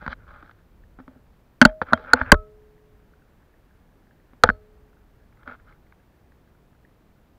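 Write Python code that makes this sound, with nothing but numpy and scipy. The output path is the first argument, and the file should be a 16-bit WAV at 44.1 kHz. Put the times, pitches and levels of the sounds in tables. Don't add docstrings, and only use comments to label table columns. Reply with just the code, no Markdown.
import sys
import numpy as np
from scipy import signal
from scipy.fft import rfft, irfft, next_fast_len
from scipy.io import wavfile
from scipy.ndimage import map_coordinates

SR = 44100
rng = np.random.default_rng(int(sys.argv[2]) if len(sys.argv) > 2 else 0)


def makeup_ratio(level_db):
    decades = np.asarray(level_db, float) / 20
    return 10 ** decades


def unload_wav(signal):
    wavfile.write(
        sys.argv[1],
        SR,
        np.round(np.clip(np.atleast_2d(signal).T, -1, 1) * 32767).astype(np.int16),
    )


N = 325458

# f/Hz, width/Hz, level/dB
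SHELL = [(2980, 440, 0), (3727, 750, 1), (4653, 580, -2), (5900, 440, -10.5)]


def unit(x):
    return x / np.sqrt(np.mean(x ** 2) + 1e-20)


def filtered(x, response):
    m = next_fast_len(len(x) + 8192)
    spectrum = rfft(x, m) * response(np.fft.rfftfreq(m, 1 / SR))
    return irfft(spectrum, m)[:len(x)]


def noise(points):
    hz, db = np.transpose(points)
    return unit(filtered(rng.standard_normal(N), lambda f: makeup_ratio(np.interp(np.log(f + 1), np.log(hz), db))))


def resonant(modes):
    def response(f):
        total = 0
        for k, (center, width, db) in enumerate(modes):
            peak = 1j * f * width / (center * center - f * f + 1j * f * width)
            total = total + (-1) ** k * makeup_ratio(db) * peak
        return total
    return response


def wobble(rate):
    points = rng.standard_normal(int(N * rate / SR) + 4)
    return map_coordinates(points, [np.arange(N) * rate / SR])


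def ring(t, hz, t60, rise):
    return np.sin(2 * np.pi * hz * t) * (1 - np.exp(-t / rise)) ** 2 * makeup_ratio(-60 * t / t60)


def add(track, s, sound):
    part = track[round(s * SR):][:len(sound)]
    part += sound[:len(part)]


def walls(x):
    # f/Hz, width/Hz, level/dB
    case_modes = [(833.3, 190, -4.5), (1450, 300, 3.5), (1800, 650, -3.5), (2020, 140, -7)]
    return filtered(x, lambda f: resonant(case_modes)(f) / (1 + 1j * f / 3200 - (f / 2500) ** 2))


def river():
    # t/s, level/dB
    swaying = [(0, -51), (.33, -50.5), (.7, -60), (1.01, -52), (1.4, -61.5), (1.77, -57.5), (2.15, -50.5),
               (2.28, -40), (2.35, -50), (2.6, -60.5), (3.12, -61), (3.95, -61.5), (4.13, -70), (4.54, -56),
               (4.9, -62.5), (5.63, -54.5), (5.9, -68.5), (7.38, -67)]
    # f/Hz, level/dB per Hz
    sway_spectrum = [(10, -29.5), (25, 1), (45, 1), (90, -7.5), (200, -23.5), (400, -57)]
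    wash_spectrum = [(500, -31.5), (1100, -10.5), (1650, 1), (2200, -10.5), (3500, -30), (6000, -53.5)]
    # t/s, peak level/dB, pitch f/Hz
    drips = [(0.837, -50.5, 1690), (2.6191, -61.5, 1711), (2.7791, -58.5, 1800), (2.9995, -61, 1448),
             (3.136, -50.5, 1398), (3.2204, -53.5, 1437), (3.4293, -59.5, 1703), (3.5399, -55.5, 1733),
             (3.7091, -55, 1584), (3.8898, -59.5, 1545), (4.0698, -56, 1680), (4.109, -51, 1624),
             (4.1994, -57, 1800), (4.9301, -55, 1380), (4.9698, -54.5, 1400), (6.5494, -55, 1408),
             (6.7295, -58.5, 1625), (6.7492, -56.5, 1326), (6.8493, -47.5, 1770)]
    time = np.arange(N) / SR
    sway_db = np.interp(time, *np.transpose(swaying))
    out = makeup_ratio(sway_db + 2.2 * wobble(8.1)) * noise(sway_spectrum)

    nearest_s, width_s = 4.2, 3
    wash_db = -77 - 10 * ((time - nearest_s) / width_s) ** 2
    out += makeup_ratio(wash_db + 3 * wobble(25) + 2 * wobble(120)) * noise(wash_spectrum)

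    t = np.arange(SR // 20) / SR
    climbing = t * (1 + 6 * t)
    for s, db, hz in drips:
        add(out, s, makeup_ratio(db + 8) * ring(climbing, hz, t60=0.014, rise=0.00072))
    return out


def hands():
    # t/s, f/Hz
    grip = [
        [(0.0, 1420), (0.194, 1510), (0.25, 1316), (0.436, 1337), (0.502, 1576), (0.558, 1560), (0.6, 1477)],
        [(1.8, 1450), (1.902, 1370), (2.232, 1458), (2.262, 1574), (2.32, 1567)],
        [(5.4, 1364), (5.76, 1440), (5.8, 1430)],
    ]
    # peak t/s, rise/s, fall/s, level/dB, brightness/dB
    strokes = [(0.042, 0.07, 0.044, -44, -19.5), (.126, .045, 0.018, -35.5, -11.5),
               (.2, 0.06, 0.13, -60, -29), (.29, 0.028, 0.1, -51, -19.5), (.37, 0.049, 0.072, -49, -21.5),
               (.46, .07, 0.073, -56.5, -15), (.59, 0.091, .07, -66.5, -16), (1.17, 0.046, 0.052, -70, -28),
               (1.9, 0.051, 0.031, -39.5, -24), (2.03, .07, .06, -52.5, -14.5),
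               (2.12, .085, 0.022, -39.5, -29), (2.165, .035, 0.034, -30, -30),
               (2.205, .035, 0.035, -31.5, -23.5), (2.26, .05, .04, -41.5, -30),
               (2.302, .05, 0.013, -36, -36), (5.41, 0.041, 0.046, -60, -22),
               (5.485, 0.031, 0.044, -42, -26), (5.535, 0.052, .033, -43, -22.5),
               (5.6, 0.063, .03, -63.5, -20), (5.705, .07, 0.056, -54.5, -16.5)]
    # t/s, level/dB, t60/s, pressure thump/dB
    chatters = [
        (.99, -48.5, 0.11, 2),
        (1.082, -63.5, 0.39, 5.5),
        (1.626, -26, 0.14, 1),
        (1.662, -37, 0.13, 2.5),
        (1.818, -27.5, 0.066, 0),
        (1.94, -43.5, 0.43, 2),
        (4.44, -30.5, 0.18, 5),
        (4.503, -52.5, 0.033, -17),
    ]
    # f/Hz, width/Hz, level/dB
    lid = [(901.6, 700, -2), (2180, 990, 0)]
    seam = [(3750, 260, 0)]
    hull_modes = [(250, 11, -2), (463, 60, -10.5), (600, 83, -9), (870, 30, -7.5)]
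    t = np.arange(N) / SR
    grain = makeup_ratio(2.8 * wobble(400) + .7 * wobble(90))
    slips = rng.standard_normal(N) * grain
    note_hz = np.interp(t, *np.transpose(np.concatenate(grip)))
    flutter = filtered(rng.standard_normal(N) * grain, lambda f: 1 / (1 + 1j * f / 200) ** 2)
    note = unit(flutter * np.sin(2 * np.pi * np.cumsum(note_hz) / SR))
    lid_sound = unit(filtered(slips, lambda f: resonant(lid)(f) ** 2))
    body = unit(note + 0.66 * unit(walls(slips)) + 0.22 * lid_sound)
    broad = [(3800, 2600, 0)]  # f/Hz, width/Hz, level/dB
    panels = unit(filtered(slips, lambda f: resonant(SHELL)(f) * resonant(broad)(f) + resonant(seam)(f) ** 2))
    thump = unit(filtered(slips, resonant(hull_modes)))

    out = np.zeros(N)
    for peak, rise, fall, db, bright_db in strokes:
        shape = np.interp(t, [peak - rise, peak, peak + fall], [0, 1, 0])
        out += makeup_ratio(db) * shape * (body + makeup_ratio(bright_db) * panels + makeup_ratio(-8.5) * thump)
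    for s, db, t60, thump_db in chatters:
        shape = np.clip((t - s) / 0.0039, 0, 1) * makeup_ratio(-60 * np.abs(t - s) / t60)
        out += makeup_ratio(db) * shape * (body + makeup_ratio(-20) * panels + makeup_ratio(thump_db) * thump)
    return out


def hull():
    # t/s, boom level/dB, boom f/Hz, wall f/Hz
    nudges = [
        (.023, -34.5, 208, 596),
        (.064, -27, 218, 790),
        (0.076, -25.5, 200, 530),
        (0.429, -41, 292, 780),
        (0.987, -38, 262, 740),
        (0.999, -38.5, 260, 613),
        (1.079, -37, 258, 620),
        (1.161, -43.5, 250, 400),
        (4.332, -44.5, 241.4, 552),
        (5.478, -39.5, 263, 574),
    ]
    # t/s, boom level/dB, boom f/Hz, wall level/dB, wall f/Hz
    thuds = [(1.6155, 4.5, 243.6, -3, 601.6), (1.624, -14.5, 236, -11.5, 870), (1.654, 3, 223, -5, 621.2),
             (1.816, -21, 200, -20, 520), (1.924, -17.5, 227, -17, 762.3), (1.933, -10, 233.5, -8.5, 644.5),
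             (2.134, -15, 254.7, -9.5, 868.8), (2.137, -34, 258, -9.5, 497.3),
             (2.212, -26, 253, -22.5, 636), (2.319, 2.5, 210.5, 5, 589.6), (2.322, -3.5, 164.8, -3.5, 1094),
             (2.325, -5, 330, -4.5, 420), (2.341, -24.5, 153.3, -19, 414), (4.437, -12, 235, -1, 500),
             (4.439, -22, 149, -10, 870), (4.490, -11.5, 207.5, -21.5, 609.4), (4.500, -32, 249, -24, 485)]
    # t/s, f/Hz, level/dB
    swings = [(.08, 58.9, -27.5), (1.617, 59.64, -23.5), (1.655, 38.2, -16), (1.82, 82, -33.5),
              (1.935, 79.55, -25.5), (2.136, 70.43, -26), (2.216, 57.76, -25.5), (2.218, 85.8, -28),
              (2.324, 33.19, -10.5), (2.326, 63.7, -8.5), (4.44, 82.26, -17), (4.44, 29.88, -22),
              (4.496, 44.9, -22.5), (5.477, 79.8, -44.5)]
    nudge_thuds = [(s, db, hz, db - 7, wall_hz) for s, db, hz, wall_hz in nudges]
    out, t = np.zeros(N), np.arange(SR // 3) / SR
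    for s, boom_db, boom_hz, wall_db, wall_hz in thuds + nudge_thuds:
        t60 = 0.033 + 0.076 / (1 + ((boom_hz - 258) / 12) ** 2)
        boom = ring(t, boom_hz, t60, 0.00062) + .25 * ring(t, 0.8 * boom_hz, t60, .002)
        wall = ring(t, wall_hz, 0.046, 0.0006) + 1.3 * ring(t, 1.42 * wall_hz, 0.021, 0.00033)
        add(out, s, makeup_ratio(boom_db) * boom + makeup_ratio(wall_db) * wall)
    for s, hz, db in swings:
        t60 = .06 + 4.2 / hz
        add(out, s, makeup_ratio(db) * ring(t, hz, t60, 0.00041))
    return out


def clacks(rows, gain_db, t60, upper_db):
    notes, cracks, rattles = np.zeros(N), np.zeros(N), np.zeros(N)
    t = np.arange(SR // 12) / SR
    for s, ring_db, hz, contact_ms, crack_db, rattle_db in rows:
        rise = contact_ms / 1000
        burst = rng.standard_normal(len(t)) * (1 - np.exp(-t / rise)) * makeup_ratio(-60 * t / (.01 + 4 * rise))
        note = ring(t, hz, t60, rise) + makeup_ratio(upper_db) * ring(t, 2150, t60, rise)
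        add(notes, s, makeup_ratio(ring_db) * note)
        add(cracks, s, makeup_ratio(ring_db + crack_db) * burst)
        add(rattles, s, makeup_ratio(ring_db + rattle_db) * burst)
    return makeup_ratio(gain_db) * (notes + filtered(cracks, resonant(SHELL)) + walls(rattles))


def case():
    # t/s, ring level/dB, ring f/Hz, rattle level/dB
    tap_table = [(0.0631, -17, 1500, -0.5), (0.0779, -19, 1370, 4.5), (0.1286, -19, 1480, -22),
                 (0.4254, -40.5, 1200, 10.5), (0.4445, -50, 1380, 12), (.4934, -47, 1310, 14),
                 (0.511, -37, 1620, 7), (0.988, -39, 1375, -10), (1.001, -38.5, 1260, 2),
                 (1.0786, -35, 1300, 0), (1.6951, -34.5, 1667, -5.5), (1.975, -28, 1320, 4),
                 (4.3334, -48.5, 1122, 6), (5.325, -58, 2150, 11), (5.372, -54, 2013, 7),
                 (5.431, -45.5, 1580, 9.5), (5.476, -24, 1387, -5), (5.598, -47, 1500, 7),
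                 (5.676, -50, 1286, -5), (5.7251, -48.5, 2140, -6), (5.8664, -57, 2020, 3),
                 (5.9229, -49.5, 2140, 13), (6.32, -49.5, 1800, 6), (6.4743, -55, 1352, 3)]
    # t/s, ring level/dB, ring f/Hz, contact/ms, rattle level/dB
    blow_table = [(1.6145, 14, 1522, 1.28, -4.5), (1.6238, 1.5, 1500, 0.56, -8),
                  (1.651, 23, 1450, 2.18, -15), (1.816, -11.5, 1470, 0.53, 4.5),
                  (1.926, -21.5, 1400, 1.04, -4), (1.932, 9, 1407, 2, -7), (2.131, -21, 1210, 1.59, -9.5),
                  (2.1335, 16, 1455, 1.27, -17.5), (2.2135, -12, 1500, 0.55, 4.5),
                  (2.3178, 20.5, 1568, 1.375, .5), (2.341, -6, 1400, 1.1, -4),
                  (4.436, 14.5, 1356, 1.08, -4.5), (4.458, -18, 1450, 0.99, -10.5),
                  (4.472, -13, 1450, 3, -10), (4.4897, -2.5, 1480, 0.49, -5), (4.500, -10.5, 1510, .4, -8)]
    tap_contact_ms, blow_crack_db = 0.65, -23.5
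    taps = [(s, db, hz, tap_contact_ms, -15 + 0.62 * rattle_db, rattle_db)
            for s, db, hz, rattle_db in tap_table]
    blows = [(s, db, hz, ms, blow_crack_db, rattle_db) for s, db, hz, ms, rattle_db in blow_table]
    tapping = clacks(taps, gain_db=8.5, t60=0.0094, upper_db=-13)
    return tapping + clacks(blows, gain_db=10.5, t60=0.0095, upper_db=-30)


def pole():
    pole_modes = {"bend": (86.5, .2), "long": (424.5, 2.1), "tube": (627, .44), "double": (1296, .23),
                  "clamp": (3200, .13), "screw": (4335, .19)}
    hums = [(1.614, 1.664, "screw", -45), (1.661, 1.821, "tube", -27), (1.655, 1.708, "clamp", -41.5),
            (1.935, 2.137, "tube", -38), (1.939, 1.972, "clamp", -41), (2.141, 2.17, "screw", -52.5),
            (2.22, 2.266, "screw", -57), (2.322, 3.499, "long", -44.5), (2.324, 2.807, "tube", -36.5),
            (2.325, 2.6, "double", -24.5), (2.333, 2.6, "bend", -23.5), (4.429, 5.405, "long", -50),
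            (4.499, 4.895, "tube", -48), (4.483, 4.699, "double", -41), (4.485, 4.626, "screw", -50.5),
            (4.49, 4.699, "bend", -31)]
    out = np.zeros(N)
    for start, stop, mode, db in hums:
        t = np.arange(round((stop - start) * SR)) / SR
        hz, t60 = pole_modes[mode]
        release = np.clip((t[-1] - t) / .006, 0, 1)
        add(out, start, makeup_ratio(db) * ring(t, hz, t60, rise=0.0013) * release)
    return out


def scene():
    return (river() + hands() + hull() + case() + pole())[None]


def top_cut(x):
    return signal.sosfilt(signal.butter(12, 15960, fs=SR, output="sos"), x)


def record(dry):
    # f/Hz, level/dB per Hz
    hiss = [(15, -5.5), (50, -2), (230, -9.5), (500, -16), (1400, -24.5), (3000, -34), (5600, -41),
            (9300, -45), (12000, -42.5), (14500, -39.5), (16500, -40)]
    x = filtered(dry[0], lambda f: 1 / (1 + 1j * f / 4500) ** 2 / (1 + 1j * f / 5500 - (f / 6000) ** 2))
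    x = x / (1 + np.abs(x / .97) ** 30) ** (1 / 30)
    x = filtered(x, lambda f: 1 / (1 + (f / 14500) ** 4)) + makeup_ratio(-58) * noise(hiss)
    x = filtered(x, lambda f: np.clip((15900 - f) / 400, 0, 1) * 1j * f / (12 + 1j * f))
    mix = np.clip(x, -1, 1)[None]
    return top_cut(mix)


dry = scene()
out = record(dry)
unload_wav(out)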